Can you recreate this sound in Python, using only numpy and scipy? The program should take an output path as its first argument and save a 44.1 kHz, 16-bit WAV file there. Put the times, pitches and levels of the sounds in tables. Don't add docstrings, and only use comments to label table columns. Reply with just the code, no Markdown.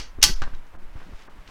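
import sys
import numpy as np
from scipy import signal
from scipy.fft import rfft, irfft, next_fast_len
from scipy.io import wavfile
from scipy.ndimage import uniform_filter1d

SR = 44100
rng = np.random.default_rng(int(sys.argv[2]) if len(sys.argv) > 2 else 0)


def dump_mix(stems):
    frames = np.atleast_2d(stems).T
    limited = np.clip(frames, -1, 1)
    pcm = np.round(limited * 32767).astype(np.int16)
    wavfile.write(sys.argv[1], SR, pcm)


def to_linear_factor(level_db):
    exponent = np.asarray(level_db, float) / 20
    return 10 ** exponent


N = 66150
LEAD = 4410

# start_s, peak_db, contact_ms, dull_above_hz
STEEL_BLOWS = [(0.216, -25.5, 3.7, 4380), (0.2245, -17.5, 1.5, 6000), (0.2275, -3, 1.6, 13560),
               (0.2289, 2.5, 1.5, 13400), (0.2322, -7.5, 1.15, 9000), (0.2381, 2.5, 1.46, 14960),
               (0.24, -3, .8, 8896), (0.2472, -10, 0.92, 8000), (0.2645, -20.5, 1.5, 6954),
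               (0.5485, -44, 1.8, 4490), (0.6674, -54, 1.4, 8070), (1.22, -53, 5.6, 6960),
               (1.4765, -34.5, 1.4, 3450), (1.485, -49, 1.34, 6000)]
# pitch_hz, level_db, t60_s
STEEL_MODES = [(1484, -6.5, 0.092), (2033, -7, .04), (2869, 0, 0.13), (3185, -4.5, .09),
               (4183, -0.5, 0.059), (4246, -2, .07), (4588, -4, 0.2), (5235, -3.5, 0.11), (5436, -4, .16),
               (5440, -4, 0.2), (6053, 3.5, 0.07), (6070, -3, 0.069), (7250, -6.5, .07)]
# freq_hz, density_db
STEEL_CONTACT = [(600, -41), (900, -17.5), (1800, -10.5), (3000, -5.5), (4300, -4.5), (6000, -0.5),
                 (7500, -9.5), (11000, -13.5), (16200, -20)]
# start_s, peak_db, contact_ms, dull_above_hz
GRIP_BLOWS = [(0.184, -33, 5.0, 600), (0.299, -50, 2.4, 700), (0.4197, -20, 0.83, 6000),
              (0.4232, -28.5, 1.5, 7040), (0.4365, -30, 2.5, 5110), (0.4435, -39, 1.76, 3990),
              (0.466, -36, 3.1, 1498), (0.476, -35.5, 1.25, 2463), (0.5357, -40, 2.5, 2000),
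              (0.745, -36.5, 8.0, 900), (0.9587, -42, 17, 1780), (1.0, -43, 6.1, 2494),
              (1.015, -45, 5.0, 3000), (1.027, -44, 3.4, 3505), (1.1308, -43, 8.3, 700),
              (1.278, -40, 9.0, 2220), (1.487, -38, 5.0, 885)]
# pitch_hz, level_db, t60_s
GRIP_MODES = [(650, -13, 0.027), (1170, -4, 0.05), (1570, -0.5, 0.048), (1780, -9, .02), (2590, -13, .03),
              (2840, -13, .04), (3940, -17, 0.02993), (4570, -17.5, .04)]
# freq_hz, density_db
GRIP_CONTACT = [(150, -5.5), (400, -16), (700, -12), (1400, -9), (2500, -17), (6000, -21), (16000, -45)]
# start_s, peak_db, pitch_hz, t60_s
SINGLE_NOTES = [(0.184, -33.5, 345, 0.021), (0.1875, -46, 795, 0.022), (0.2025, -35, 380, 0.018),
                (0.2387, -27, 839, 0.14), (0.2385, -33.5, 1005, 0.12), (0.2385, -29, 1170, .16),
                (0.2386, -34, 4588, .3), (0.2385, -36, 2869, .1), (0.335, -45, 3300, 0.13),
                (0.4199, -17.5, 1607, 0.0088), (0.4216, -27, 219, 0.027), (0.4235, -30, 814, 0.038),
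                (0.429, -31, 1500, 0.041), (0.541, -57, 3300, 0.031), (0.549, -52.5, 3880, 0.046),
                (0.7515, -44.5, 606, 0.014), (1.134, -46, 1110, .02), (1.283, -43.5, 400, 0.031),
                (1.287, -45, 1040, .02), (1.476, -41.5, 2840, .025), (1.4785, -48.5, 2000, 0.018)]
# start_s, peak_db, rise_ms
AIR_PUSHES = [(0.184, -25, 4.6), (0.237, -19.5, 6.6), (0.296, -21, 3.4), (0.4185, -21, 4),
              (0.472, -32.5, 5.3), (0.535, -26.5, 12), (0.742, -35, 5.4), (0.9555, -25, 4.3),
              (1.131, -27, 6.4), (1.386, -33, 7.8), (1.485, -39.5, 5)]
# start_s, peak_db, rise_ms
FINGER_TAPS = [
    (0.476, -32, 0.33),
    (0.7392, -37.5, 0.26),
    (0.7517, -33.5, 0.32),
    (1.017, -34.5, 0.31),
    (1.135, -37.5, .3),
]
# freq_hz, t60_s
ROOM_DECAY = [(300, 0.7), (1000, 0.49), (2500, 0.23), (5500, 0.23), (10000, 0.18), (16000, 0.24)]
# time_s, level_db
HAND_AIR_LEVEL = [(0.0, -26), (0.146, -34), (0.166, -34), (0.324, -19), (0.438, -26), (0.472, -25.5),
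                  (0.546, -28), (0.7, -40), (0.872, -31), (0.926, -37), (0.968, -36.5), (1.018, -34.5),
                  (1.148, -29.5), (1.194, -43), (1.432, -39.5), (1.5, -42)]
# freq_hz, density_db
HAND_RUMBLE = [(25, -11), (60, -30.5), (150, -46.5), (400, -62)]
# time_s, level_db
PALM_LEVEL = [(.165, -68), (.19, -47.5), (.24, -42), (.3, -38.5), (.325, -37), (.34, -100), (.41, -85),
              (.43, -57), (.6, -56), (.7, -78), (.75, -53.5), (.82, -55.5), (.93, -61), (.96, -48.5),
              (1.05, -61), (1.135, -57), (1.2, -71), (1.5, -57)]
# freq_hz, density_db
PALM_SPECTRUM = [(70, -0.5), (130, -2), (300, -4), (500, -11.5), (1000, -31.5)]
# time_s, level_db
SLEEVE_LEVEL = [(0, -35), (.15, -96), (.4, -54.5), (.6, -65), (.7, -71), (.85, -67), (1.03, -58),
                (1.1, -59.5), (1.2, -55.5), (1.3, -63), (1.45, -62), (1.5, -52)]
# freq_hz, density_db
SLEEVE_SPECTRUM = [(300, -0.5), (1000, -2.5), (2500, -1.5), (5500, -10), (8000, -18.5)]
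# freq_hz, density_db
FLOOR_SPECTRUM = [(60, 1.5), (110, -7.5), (400, -11.5), (1000, -8), (2000, -13), (4500, -27.5), (9000, -33),
                  (16200, -36)]
# time_s, gain_db, spared_hz, spared_width_hz
DROPOUTS = [
    (.351, -15, 5700, 1800),
    (.776, -15, 3400, 300),
    (1.287, -14, 5700, 300),
]


def rms_one(x):
    return x / np.sqrt(np.mean(x ** 2) + 1e-20)


def in_time(rows):
    return np.interp(np.arange(N) / SR, *np.transpose(rows))


def at_hz(points, hz):
    freq_hz, value = np.transpose(points)
    return np.interp(np.log(hz), np.log(freq_hz), value)


def band_pass(order, low_hz, high_hz):
    return signal.butter(order, [low_hz, high_hz], "band", fs=SR, output="sos")


def colour(x, tone):
    size = next_fast_len(len(x) + 8192)
    hz = np.maximum(np.arange(size // 2 + 1) * SR / size, 1)
    db = at_hz(tone, hz)
    db = db + 12 * np.log2(np.minimum(hz / tone[0][0], 1))
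    db = db - 18 * np.log2(np.maximum(hz / tone[-1][0], 1))
    cepstrum = irfft(db * np.log(10) / 20, size)
    cepstrum[1:size // 2] *= 2
    cepstrum[size // 2 + 1:] = 0
    response = np.exp(rfft(cepstrum))
    return irfft(rfft(x, size) * response, size)[:len(x)]


def settled_noise(tone):
    return rms_one(colour(rng.standard_normal(N + SR), tone)[SR:])


def drift(rate_hz):
    r = np.exp(-2 * np.pi * rate_hz / SR)
    return rms_one(signal.lfilter([1], [1, -2 * r, r * r], rng.standard_normal(N + SR))[SR:])


def even(x, shape):
    for _ in range(3):
        spectrum = rfft(x)
        size = np.sqrt(uniform_filter1d(np.abs(spectrum) ** 2, size=25) + 1e-20)
        flat = irfft(spectrum / size, len(x))
        x = shape * flat / np.sqrt(uniform_filter1d(flat ** 2, size=31) + 1e-12)
    return x


def ring(clicks, hz, t60_s):
    r, w = to_linear_factor(-60 / (t60_s * SR)), 2 * np.pi * hz / SR
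    return signal.lfilter([0, np.sin(w)], [1, -2 * r * np.cos(w), r * r], clicks + 1e-18)


def contact_shape(t, contact_ms, t60_s):
    onset_share, rattle_share, let_go = 0.6, 0.3, 1.4
    late = np.maximum(1000 * t / contact_ms - 1, 0)
    onset = np.minimum(onset_share + 1500 * t / contact_ms, 1)
    fall = (1 - rattle_share) * np.exp(-let_go * late) + rattle_share * to_linear_factor(-60 * t / t60_s)
    return onset * fall


def shake(strikes, modes, ring_db, spread_db):
    pair_split, partner_db, ring_from_hz = 0.004, -10, 600
    rings = np.zeros(len(strikes))
    for hz, db, t60_s in modes:
        for side in range(2):
            level_db = db + ring_db + side * partner_db + spread_db * rng.normal()
            rings += to_linear_factor(level_db) * ring(strikes, hz * (1 + side * pair_split), t60_s)
    return signal.sosfilt(signal.butter(4, ring_from_hz, "high", fs=SR, output="sos"), rings)


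def blows(rows, tone, t60_s, modes, ring_db, spread_db):
    t = np.arange(SR // 8) / SR
    click = np.eye(1, len(t))[0]
    rough, strikes = np.zeros(N + LEAD + SR), np.zeros(N + LEAD + SR)
    for s, db, contact_ms, cut_hz in rows:
        i = int(LEAD + s * SR)
        shape = contact_shape(t, contact_ms, t60_s)
        grit = even(shape * rng.standard_normal(len(t)), shape)
        dull = signal.butter(2, min(cut_hz, 19000), fs=SR, output="sos")
        rough[i:i + len(t)] += to_linear_factor(db) * signal.sosfilt(dull, grit) / 2
        strikes[i:i + len(t)] += to_linear_factor(db) * signal.sosfilt(dull, click)
    gain = np.sqrt(np.sum(colour(np.eye(1, 4096)[0], tone) ** 2))
    return (colour(rough, tone) / gain + shake(strikes, modes, ring_db, spread_db))[:N + LEAD]


def steel():
    earlier = (-0.014, -12, 3.0, 6000)
    return blows([earlier] + list(STEEL_BLOWS), STEEL_CONTACT, 0.1, STEEL_MODES, ring_db=-26, spread_db=3.5)


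def grip():
    return blows(GRIP_BLOWS, GRIP_CONTACT, 0.15, GRIP_MODES, ring_db=-11, spread_db=2.5)


def single_notes():
    out = np.zeros(N)
    for s, db, hz, t60_s in SINGLE_NOTES:
        out += ring(to_linear_factor(db) * (np.arange(N) == int(s * SR)), hz, t60_s)
    return out


def pushes(rows):
    rebound_share = 0.22
    t, out = np.arange(N) / SR, np.zeros(N)
    for s, db, rise_ms in rows:
        u = np.maximum(t - s, 0) * 1000 / rise_ms
        push = (u * np.exp(1 - u)) ** 3.1
        rebound = (u / 4) ** 2 * np.exp(2 - u / 2)
        out += to_linear_factor(db) * (push - rebound_share * rebound)
    return out


def room(x):
    room_db, gap_s = -14, 0.03
    edges_hz = 60 * 2 ** np.arange(0, 8.3, 1 / 3)
    t = np.arange(SR // 2) / SR
    white, tail = rng.standard_normal((2, SR // 2)), np.zeros(SR // 2)
    for k, (low, high) in enumerate(zip(edges_hz, edges_hz[1:])):
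        band = signal.sosfilt(band_pass(2, low, high), white[k % 2])
        tail += band * to_linear_factor(-60 * t / at_hz(ROOM_DECAY, np.sqrt(low * high)))
    tail = tail * (1 - np.exp(-t / gap_s))
    return to_linear_factor(room_db) * signal.fftconvolve(x, tail / np.sqrt(np.sum(tail ** 2)))[:len(x)]


def hands():
    sway_hz, width_hz, rumble_db = 9, 9, -19.5
    band = band_pass(1, sway_hz - width_hz / 2, sway_hz + width_hz / 2)
    sway = rms_one(signal.sosfilt(np.vstack([band, band]), rng.standard_normal(N + SR))[SR:])
    rumble = settled_noise(HAND_RUMBLE) * to_linear_factor(3.4 * drift(9))
    return to_linear_factor(in_time(HAND_AIR_LEVEL)) * (sway + to_linear_factor(rumble_db) * rumble)


def palm():
    scuff = rms_one(colour(rng.standard_normal(N), PALM_SPECTRUM))
    return to_linear_factor(in_time(PALM_LEVEL) + 4.0 * drift(31)) * scuff


def sleeves():
    grains = rng.standard_normal(N) * to_linear_factor(1.5 * drift(12) + 1.5 * drift(150))
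    return to_linear_factor(in_time(SLEEVE_LEVEL)) * rms_one(colour(grains, SLEEVE_SPECTRUM))


def room_floor():
    return to_linear_factor(-55) * settled_noise(FLOOR_SPECTRUM)


def scene():
    grip_room_db = -4.5
    clacks, knocks = steel(), grip()
    gun = clacks + knocks + room(clacks + to_linear_factor(grip_room_db) * knocks)
    touches = single_notes() + pushes(AIR_PUSHES) - pushes(FINGER_TAPS)
    return (gun[LEAD:] + touches + hands() + palm() + sleeves() + room_floor())[None]


def duck(x):
    shut_s, open_s, edge_s, gain_db = 0.3, 0.416, 0.0069, -4.5
    t = np.arange(N) / SR
    middle = signal.sosfiltfilt(band_pass(2, 70, 3000), x)
    shut = np.clip((t - shut_s) / edge_s, 0, 1) * (t < open_s)
    return x + (to_linear_factor(gain_db * shut) - 1) * middle


def drop_treble(x):
    half_s, from_hz = 0.008, 2000
    t = np.arange(N) / SR
    low = signal.sosfiltfilt(signal.butter(4, from_hz, fs=SR, output="sos"), x)
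    for s, db, hz, width_hz in DROPOUTS:
        spared = signal.sosfiltfilt(band_pass(2, hz - width_hz / 2, hz + width_hz / 2), x)
        gain = to_linear_factor(db * np.exp(-((t - s) / half_s) ** 4))
        x = x + (gain - 1) * (x - low - spared)
    return x


def top_cut(x):
    return signal.sosfilt(signal.butter(12, 16300, fs=SR, output="sos"), x)


def record(dry):
    peak, cutoff_hz = 0.86, 16100
    x = drop_treble(duck(dry))
    x = x / (1 + np.abs(x / peak) ** 4) ** 0.25
    x = signal.sosfilt(signal.cheby2(20, 70, cutoff_hz + 450, fs=SR, output="sos"), x)
    return top_cut(x)


dry = scene()
out = record(dry)
dump_mix(out)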